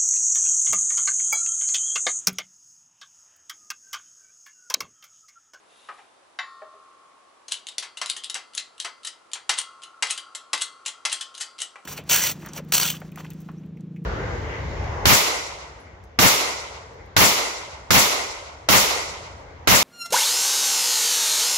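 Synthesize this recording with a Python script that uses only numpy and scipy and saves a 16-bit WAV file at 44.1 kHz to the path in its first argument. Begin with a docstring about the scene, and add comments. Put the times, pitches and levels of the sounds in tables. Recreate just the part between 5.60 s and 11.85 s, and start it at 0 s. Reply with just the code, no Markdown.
"""Pumping a shop press

A man sets steel down on the bed of a shop press in a small garage: a slide, dull bumps and a plate's clank.
He fits a bar into the bottle jack and pumps; the bar rattles in its socket and knocks at each stroke's end.
Contacts are shaped noise bursts with dense garage echoes; jack, plate and frame ring as sums of decaying sines.
The frame and its return springs, the latter as narrow-band noise, sing on over soft air and a faint hum."""
import sys
import numpy as np
from scipy import signal
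from scipy.fft import rfft, irfft
from scipy.io import wavfile

SR = 44100
rng = np.random.default_rng(int(sys.argv[2]) if len(sys.argv) > 2 else 0)


def digitize_waveform(pressure):
    """Quantize a signal to 16-bit integers and store it at the path in sys.argv[1].

    Rows of a 2-D input are taken as channels; values are limited to [-1, 1].
    """
    field = np.atleast_2d(pressure).T
    bounded = np.clip(field, -1, 1)
    quanta = np.round(bounded * 32767).astype(np.int16)
    wavfile.write(sys.argv[1], SR, quanta)


N = 275625

SIZE = 8192  # length of one burst, samples
TIME = np.arange(N) / SR
FREQ = np.maximum(np.fft.rfftfreq(SIZE, 1 / SR), 1)
FULL_FREQ = np.maximum(np.fft.rfftfreq(N, 1 / SR), 1)


def undb(db):
    """Decibels to gain."""
    return 10 ** (np.asarray(db) / 20)


def unit(x):
    """Scale to energy 1."""
    return x / np.sqrt(np.sum(x ** 2))


def curve(points, hz):
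    """Read (Hz, dB) points on a log-frequency axis."""
    point_hz, point_db = np.transpose(points)
    return np.interp(np.log(hz), np.log(point_hz), point_db)


def causal(db):
    """Minimum-phase response of a gain curve on FREQ, so that filtering smears nothing ahead of a blow."""
    cepstrum = irfft(np.log(undb(db)))
    cepstrum[1:SIZE // 2] *= 2
    cepstrum[SIZE // 2 + 1:] = 0
    return np.exp(rfft(cepstrum))


def add(track, s, x):
    """Mix x into every channel of the track at time s."""
    i = int(s * SR)
    track[:, i:i + x.shape[-1]] += x[..., :max(N - i, 0)]


def through(x, response):
    """Pass x through an impulse response."""
    return signal.fftconvolve(x, response)


def fade(t, t60):
    """Exponential decay, 60 dB down after t60 seconds."""
    return np.exp(-np.log(1000) * t / t60)


def ring(modes, length_s):
    """Impulse response of damped modes, with alternating signs."""
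    t = TIME[:int(length_s * SR)]
    out = np.zeros(len(t))
    for k, (hz, db, t60) in enumerate(modes):
        out += (-1) ** k * undb(db) * fade(t, t60) * np.sin(2 * np.pi * hz * t)
    return out


def crowd(count, lo_hz, hi_hz, db, t60):
    """Many weak modes scattered at random, evenly in pitch, over a band."""
    return [(lo_hz * (hi_hz / lo_hz) ** place, db, t60) for place in rng.random(count)]


# Low, middle and high band in which the strength of a blow is set.
# Each row: lower edge in Hz, upper edge in Hz.
LEVEL_BANDS = [(300, 1900), (2400, 5000), (5500, 11000)]


def blow(colour, levels_db, contact_ms, ping_hz=1000, ping_db=0, ping_width=1, grit=0.17, attack_share=0.14):
    """A fast-dying burst of tiny contacts, with one resonance that depends on where it lands."""
    t_ms = 1000 * TIME[:SIZE]
    noise, size = rng.standard_normal((2, SIZE))
    # longer contacts die away more slowly and also take longer to build up
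    attack = 1 - np.exp(-t_ms / (attack_share * contact_ms))
    force = np.exp(-t_ms / contact_ms) * attack
    grains = noise * np.exp(grit * size)
    ping = ping_db / (1 + (np.log(FREQ / ping_hz) / ping_width) ** 2)
    spectrum = rfft(grains * force) * causal(curve(colour, FREQ) + ping)
    # bring each band to its level, as mean power over 10 ms
    have_db = []
    for lo, hi in LEVEL_BANDS:
        energy = np.sum(abs(spectrum[(FREQ > lo) & (FREQ < hi)]) ** 2) * 2 / SIZE
        have_db.append(10 * np.log10(energy / (.01 * SR)))
    tint_db = np.interp(FREQ, np.ravel(LEVEL_BANDS), np.repeat(np.subtract(levels_db, have_db), 2))
    return irfft(spectrum * causal(tint_db))


def dulled(db, dull_db):
    """Low, middle and high level of a soft blow: each band lies dull_db under the one below."""
    return db - dull_db * np.arange(3)


def garage(x, wet_db=-2, t60_low=0.24, t60_high=0.11, split_hz=3000, build_s=0.00041, spread=0.36):
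    """Dense echoes from nearby clutter: a new pattern on each call, partly shared by left and right."""
    t = TIME[:2 * SIZE]
    noise = rng.standard_normal((2, len(t)))
    low = signal.lfilter(*signal.butter(1, split_hz, fs=SR), noise)
    high = noise - low
    tails = low * fade(t, t60_low) + high * fade(t, t60_high)
    tails *= 1 - np.exp(-t / build_s)
    mid, side = (undb(wet_db) * unit(tail) for tail in tails)
    mid[0] += 1  # the direct sound
    return np.array([through(x, mid + spread * side), through(x, mid - spread * side)])


# Colour of the still air in the garage.
# Each row: frequency in Hz, relative level in dB per Hz.
AIR_COLOUR = [(18, -47), (30, -23), (146, -15), (373, -2), (953, 0), (1050, 1.5), (1810, -8),
              (11000, -20.5), (14300, -68), (22000, -120)]
AIR_DB = -59.5  # RMS of the part common to both channels


def air(side_share, hum_hz, hum_db):
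    """Soft steady background: wide filtered noise with a faint sine hum."""
    gain = undb(curve(AIR_COLOUR, FULL_FREQ))
    mid, side = (irfft(rfft(noise) * gain, N) for noise in rng.standard_normal((2, N)))
    hiss = (mid + side_share * np.array([side, -side])) / mid.std()
    hum = undb(hum_db) * np.sin(2 * np.pi * hum_hz * TIME)
    return undb(AIR_DB) * hiss + hum


def slide(length_s=0.66, hz=3550, db=-64):
    """Steel drags faintly over the bed: spiky noise grains as a resonant squeak and a high-passed rasp."""
    t = TIME[:int(length_s * SR)]
    swell = np.sin(np.pi * np.sqrt(t / t[-1])) ** 2  # fullest a quarter of the way in
    grains = rng.standard_normal(len(t)) ** 3 * swell
    squeak = signal.lfilter(*signal.iirpeak(hz, 7, fs=SR), grains)
    rasp = signal.lfilter(*signal.butter(2, 1500, "high", fs=SR), grains)
    return undb(db) * (squeak + 0.36 * rasp)


# Dull bumps of things shifted on the bed.
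# Each row: start in seconds, low-band level in dB, contact in ms, hollow note in Hz, dullness in dB per band.
BED_BUMPS = [(.286, -36, 13, 1186, 14), (.38, -50, 20, 825, 8), (1.018, -39.5, 4.8, 605, 25),
             (1.138, -51.5, 5.3, 607, 27), (6.156, -44.5, 7.3, 1160, 8.5)]
# Colour of the bumps. Each row: frequency in Hz, level in dB.
BUMP_TONE = [(100, -47), (400, -14), (700, -2.5), (1700, -5), (2400, -1.5), (2900, -7), (11000, -39)]
# the hollow bed answers a bump with a second, lower note
UNDERTONE_RATIO, UNDERTONE_DB = 0.668, -8.5
# Steel plate set down on the bed.
# One row: low level in dB, middle level in dB, high level in dB, contact in ms.
PLATE_CLANK = (-32, -34.5, -50, 6)
# Colour of the clank. Each row: frequency in Hz, level in dB.
PLATE_TONE = [(60, -60), (450, -30.5), (750, -14), (1700, -3.5), (2900, -1), (4200, 2), (5500, -10),
              (11000, -26)]
# Modes of the plate. 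Each row: frequency in Hz, relative level in dB, 60 dB decay in seconds.
PLATE_MODES = [(740, -2.5, .12), (1099, 0, 0.26), (1553, 4.5, 0.11), (1720, 3.5, 0.065), (1845, -11, 0.87),
               (2065, 4.5, 0.18), (2620, -6, 0.22), (5780, -13, 0.2), (7000, -18, 0.36)]
CLANK_S = .7886


def bed():
    """A slide, dull hollow bumps and one ringing clank of the plate."""
    out = np.zeros((2, N))
    add(out, 0.039, garage(slide()))
    for s, db, contact_ms, hz, dull_db in BED_BUMPS:
        levels_db = dulled(db, dull_db)
        # the duller the bump, the more its hollow note stands out
        bump = blow(BUMP_TONE, levels_db, contact_ms, hz, ping_db=1.12 * dull_db, ping_width=0.11, grit=0.32)
        under = blow(BUMP_TONE, levels_db, contact_ms, UNDERTONE_RATIO * hz,
                     ping_db=dull_db, ping_width=0.075, grit=0.19)
        add(out, s, garage(bump + undb(UNDERTONE_DB) * under))
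    *levels_db, contact_ms = PLATE_CLANK
    add(out, CLANK_S, garage(blow(PLATE_TONE, levels_db, contact_ms, attack_share=0.017)))
    weak_modes = crowd(count=14, lo_hz=3390, hi_hz=5250, db=-27.5, t60=0.93)
    add(out, CLANK_S, undb(-34.0) * ring(PLATE_MODES + weak_modes, 1))
    return out


def springs(centre_hz, width_hz, t60):
    """Coil springs hold a crowd of modes in one narrow band, made here from fading band noise."""
    hz = np.fft.rfftfreq(N, 1 / SR)
    band = 1 / (1 + ((hz - centre_hz) / width_hz) ** 4)
    shimmer = irfft(rfft(rng.standard_normal(N)) * band, N)
    return shimmer / shimmer.std() * fade(TIME, t60)


# Long modes of the frame. Each row: frequency in Hz, relative level in dB, 60 dB decay in seconds.
FRAME_MODES = [(1073, 4, 3.1), (1120, -7.5, 6), (1155, -1, 3.4)]


def press():
    """The clank and the knocks leave the frame and its springs singing, louder after harder knocks."""
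    out = np.zeros((2, N))
    frame = ring(FRAME_MODES, N / SR)
    add(out, CLANK_S, undb(-48.0) * frame + undb(-48) * springs(centre_hz=1313, width_hz=89, t60=2.13))
    for s, db, *_ in LEVER_KNOCKS:
        song = undb(db - 26.5) * springs(centre_hz=1338, width_hz=89, t60=5.2)
        add(out, s, undb(db - 29.0) * frame + song)
    return out


# Modes of the jack and its bar. Each row: frequency in Hz, relative level in dB, 60 dB decay in seconds.
JACK_MODES = [(1884, -8, .25), (2051, 2, .4), (2966, -2, .18), (3214, -4, .36), (3270, -4, .42),
              (3994, 3, .18), (4118, -7, .4), (4322, -5, .4), (4511, -4, .5), (4727, 0, .5), (5076, 0, .34),
              (5599, 0, .22), (6471, 3, .18), (6648, 2, .18), (7176, -15, .45), (7983, -14, .45)]


def jack_body():
    """The main modes of the jack among a crowd of weaker ones; the hand on the bar keeps every ring short."""
    return ring(JACK_MODES + crowd(count=40, lo_hz=2730, hi_hz=8850, db=-26, t60=0.85), 1)


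# a click is brighter the higher it pings, and has more body the longer the contact
EVEN_HZ, BRIGHT_DB_PER_OCTAVE = 5000, 5
CLICK_BODY_DB, BODY_DB_PER_DOUBLING = -18.5, 2.5  # body of a 1 ms contact against the click's level


def click_levels(db, contact_ms, hz):
    """Low, middle and high level of a click, from its strength, contact time and ping."""
    tilt_db = BRIGHT_DB_PER_OCTAVE * np.log2(hz / EVEN_HZ)
    body_db = CLICK_BODY_DB + BODY_DB_PER_DOUBLING * np.log2(contact_ms)
    return db + body_db, db - tilt_db / 2, db + tilt_db / 2


# a loose bar hops once after the knock, then scrapes and falls back: (level dB, contact ms, ping Hz)
HOP_S, HOP = .046, (-39.5, 1.4, 3800)
SCRAPE = (-35, 7.8, 2800)
FALL = (-27.5, 4.4, 8550)


def all_clicks():
    """Every click of the bar in order: its own, and the hop and fall after each loose stroke."""
    clicks = list(BAR_CLICKS)
    for s, *_, fall_s in LEVER_KNOCKS:
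        if fall_s > HOP_S:
            clicks += [(s + HOP_S, *HOP), (s + fall_s, *FALL)]
    return sorted(clicks)


# as the hand turns round, the bar ticks faintly through its slack before a click that follows a pause
PUMPING_FROM_S, PAUSE_S = 2.8, .13
SLACK_S, SLACK = 0.022, (-54.5, 1.8, 2600)  # longest lead; (level dB, contact ms, ping Hz)


def slack(count=2):
    """Once the bar is seated, faint ticks lead into the first click after each pause."""
    out, last_s = np.zeros((1, N)), 0
    for s, *_ in BAR_CLICKS:
        if s > PUMPING_FROM_S and s - last_s > PAUSE_S:
            for lead in rng.random(count):
                # the ping only sets the brightness here
                add(out, s - SLACK_S * lead, blow(CLICK_TONE, click_levels(*SLACK), SLACK[1]))
        last_s = s
    return garage(out[0])[:, :N]


def chatter(count=2, spread_s=0.014, below_db=-15, scatter_db=1.0):
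    """The loose bar bounces in small stray ticks after each click."""
    out = np.zeros((1, N))
    for s, db, contact_ms, hz in all_clicks():
        for when, size in rng.standard_normal((count, 2)):
            tick = blow(CLICK_TONE, click_levels(db, contact_ms, hz), 0.91, hz)
            gain_db = below_db + scatter_db * np.tanh(size)
            add(out, s + spread_s * abs(when), undb(gain_db) * tick)
    return garage(out[0])[:, :N]


# The bar clicking in its socket.
# Each row: start in seconds, level in dB, contact in ms, ping in Hz.
BAR_CLICKS = [(1.8817, -43, 4.2, 6360), (1.9206, -28, 2.15, 4120), (2.0689, -40.5, 0.69, 2850),
              (2.0863, -40.5, 2.7, 2920), (2.182, -29.5, 1.4, 4560), (2.3707, -39.5, 7.7, 2750),
              (2.4599, -36, 1.7, 3950), (2.4994, -27.5, 1.1, 3740), (2.564, -36.5, 7.9, 3200),
              (2.6375, -42, 0.85, 2760), (2.6439, -37, 0.6, 2900), (2.6980, -34, 2.5, 3800),
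              (2.7434, -34.5, 1.3, 7660), (2.9498, -40.5, 1.5, 10500), (2.9776, -29.5, 2.85, 4100),
              (3.2005, -33, 1.24, 4330), (3.4472, -37, 6.53, 3820), (3.4704, -35, 5.5, 4950),
              (3.7337, -32, 1.5, 7100), (4.2333, -44, 4.7, 2942), (4.5758, -36, 6.3, 3090),
              (4.7492, -36, 7, 7500), (5.2599, -31, 6.8, 7250), (5.281, -36, 2.1, 7000),
              (5.6091, -34, 5.6, 3100), (5.751, -46, 0.63, 2850), (5.778, -44, 5.8, 6560),
              (5.808, -32, 11.3, 7660), (5.9875, -43.5, 3.5, 2860), (6.002, -39.5, 3.9, 6550),
              (6.0184, -31, 2.5, 8200)]
# Colour of the clicks. Each row: frequency in Hz, level in dB.
CLICK_TONE = [(100, -48.5), (400, -25.5), (1400, -14), (2400, -7.5), (2950, 3), (4100, 2), (4650, -3.5),
              (6500, -1.5), (7050, -2.5), (8400, -1.5), (9100, -5.5), (11000, -6)]
# How freely the jack rings as the hand loosens on the bar.
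# Each row: time in seconds, relative level in dB.
RING_FREEDOM = [(2.5, -5), (5.5, 2.5)]


def rattle(jack, lead_db=-10, lead_ms=4.0):
    """The bar clicks against its socket and rings the jack."""
    out, last_s = np.zeros((2, N)), 0
    for s, db, contact_ms, hz in all_clicks():
        levels_db = click_levels(db, contact_ms, hz)
        click = blow(CLICK_TONE, levels_db, contact_ms, hz, ping_db=8, ping_width=0.047, grit=0.34)
        # a bar that is still bouncing, or lands at a slant, scrapes before it clicks
        if s - last_s < .045 or contact_ms > 8:
            scrape = blow(CLICK_TONE, levels_db, lead_ms, grit=0.95)[::-1]  # reversed: swells into the click
            add(out, s - SIZE / SR, undb(lead_db) * scrape)
        add(out, s, garage(click))
        freedom_db = np.interp(s, *np.transpose(RING_FREEDOM))
        add(out, s, undb(freedom_db - 52.0) * through(click, jack))
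        last_s = s
    return out


# The pump lever meeting its stop, about twice a second. # Each row: start in seconds, level in dB, body in dB
# against that level, contact in ms, # seconds until the bar falls back (0 or anything up to HOP_S adds no hop
# or fall here).
LEVER_KNOCKS = [(2.2239, -39, -4, 16, 0.042), (2.4142, -32, -3.5, 7.3, 0), (2.751, -35.5, -3.5, 11, 0),
                (3.2460, -35, -1.5, 12, 0), (3.7539, -45, 1, 8.4, 0), (3.8929, -23, -5.5, 7, .0925),
                (4.4243, -25.5, -6, 5.1, .0825), (4.9315, -26, -5, 4.6, 0.087),
                (5.4515, -26.5, -7, 5.6, .075)]
# Colour of the knocks. Each row: frequency in Hz, level in dB.
KNOCK_TONE = [(100, -36), (230, -19.5), (500, -6.5), (640, -3.5), (900, 4), (2900, 4), (4700, 0.5),
              (6100, -1), (6900, -8), (7600, -1.5), (9400, -11.5), (10800, -8.5)]
# a knock is brighter the harder it lands; the lever then seats with a second, duller contact
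HARD_DB, BRIGHT_DB_PER_DB = -27, 0.13
SEAT_S, SEAT_DB, SEAT_DULL_DB = 0.0055, -1.5, 6.5


def strokes(jack):
    """The lever knocks on its stop with the weight of the arm behind it, and a loose bar slides back."""
    out = np.zeros((2, N))
    # the heavy, blunt blow wakes mostly the lower modes of the jack
    blunt = signal.lfilter(*signal.butter(1, 3000, fs=SR), jack)
    for s, db, body_db, contact_ms, fall_s in LEVER_KNOCKS:
        levels_db = db + np.array([body_db, 0, BRIGHT_DB_PER_DB * (db - HARD_DB)])
        seat_db = levels_db + dulled(SEAT_DB, SEAT_DULL_DB)
        knock = blow(KNOCK_TONE, levels_db, contact_ms, grit=0.46, attack_share=0.053)
        seat = blow(KNOCK_TONE, seat_db, contact_ms, grit=0.21, attack_share=0.052)
        add(out, s, garage(knock))
        add(out, s + SEAT_S, garage(seat))
        add(out, s, undb(db - 8.5) * blunt)
        if fall_s > HOP_S:
            scrape = blow(CLICK_TONE, click_levels(*SCRAPE), *SCRAPE[1:], ping_db=5, ping_width=0.048, grit=1.0)
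            # reversed, so that it swells into the fall
            add(out, s + fall_s - SIZE / SR, garage(scrape[::-1]))
    return out


# The press stands to the left, which shows most in the treble.
# Each row: frequency in Hz, left minus right in dB.
LEFT_LEAN = [(200, .5), (8000, 3.5)]


def scene():
    """The press, a little to the left, over the still air."""
    jack = jack_body()
    near = bed() + press() + slack() + chatter() + rattle(jack) + strokes(jack)
    lean_db = curve(LEFT_LEAN, FULL_FREQ)
    placed = irfft(rfft(near) * undb(np.array([lean_db, -lean_db]) / 2), N)
    return placed + air(side_share=0.86, hum_hz=86.0, hum_db=-88.5)


TOP_HZ = 11050


def record(dry):
    """A steep elliptic low-pass cuts the top off the sound."""
    return signal.sosfilt(signal.ellip(10, .2, 70, TOP_HZ, fs=SR, output="sos"), dry)


dry = scene()
out = record(dry)
digitize_waveform(out)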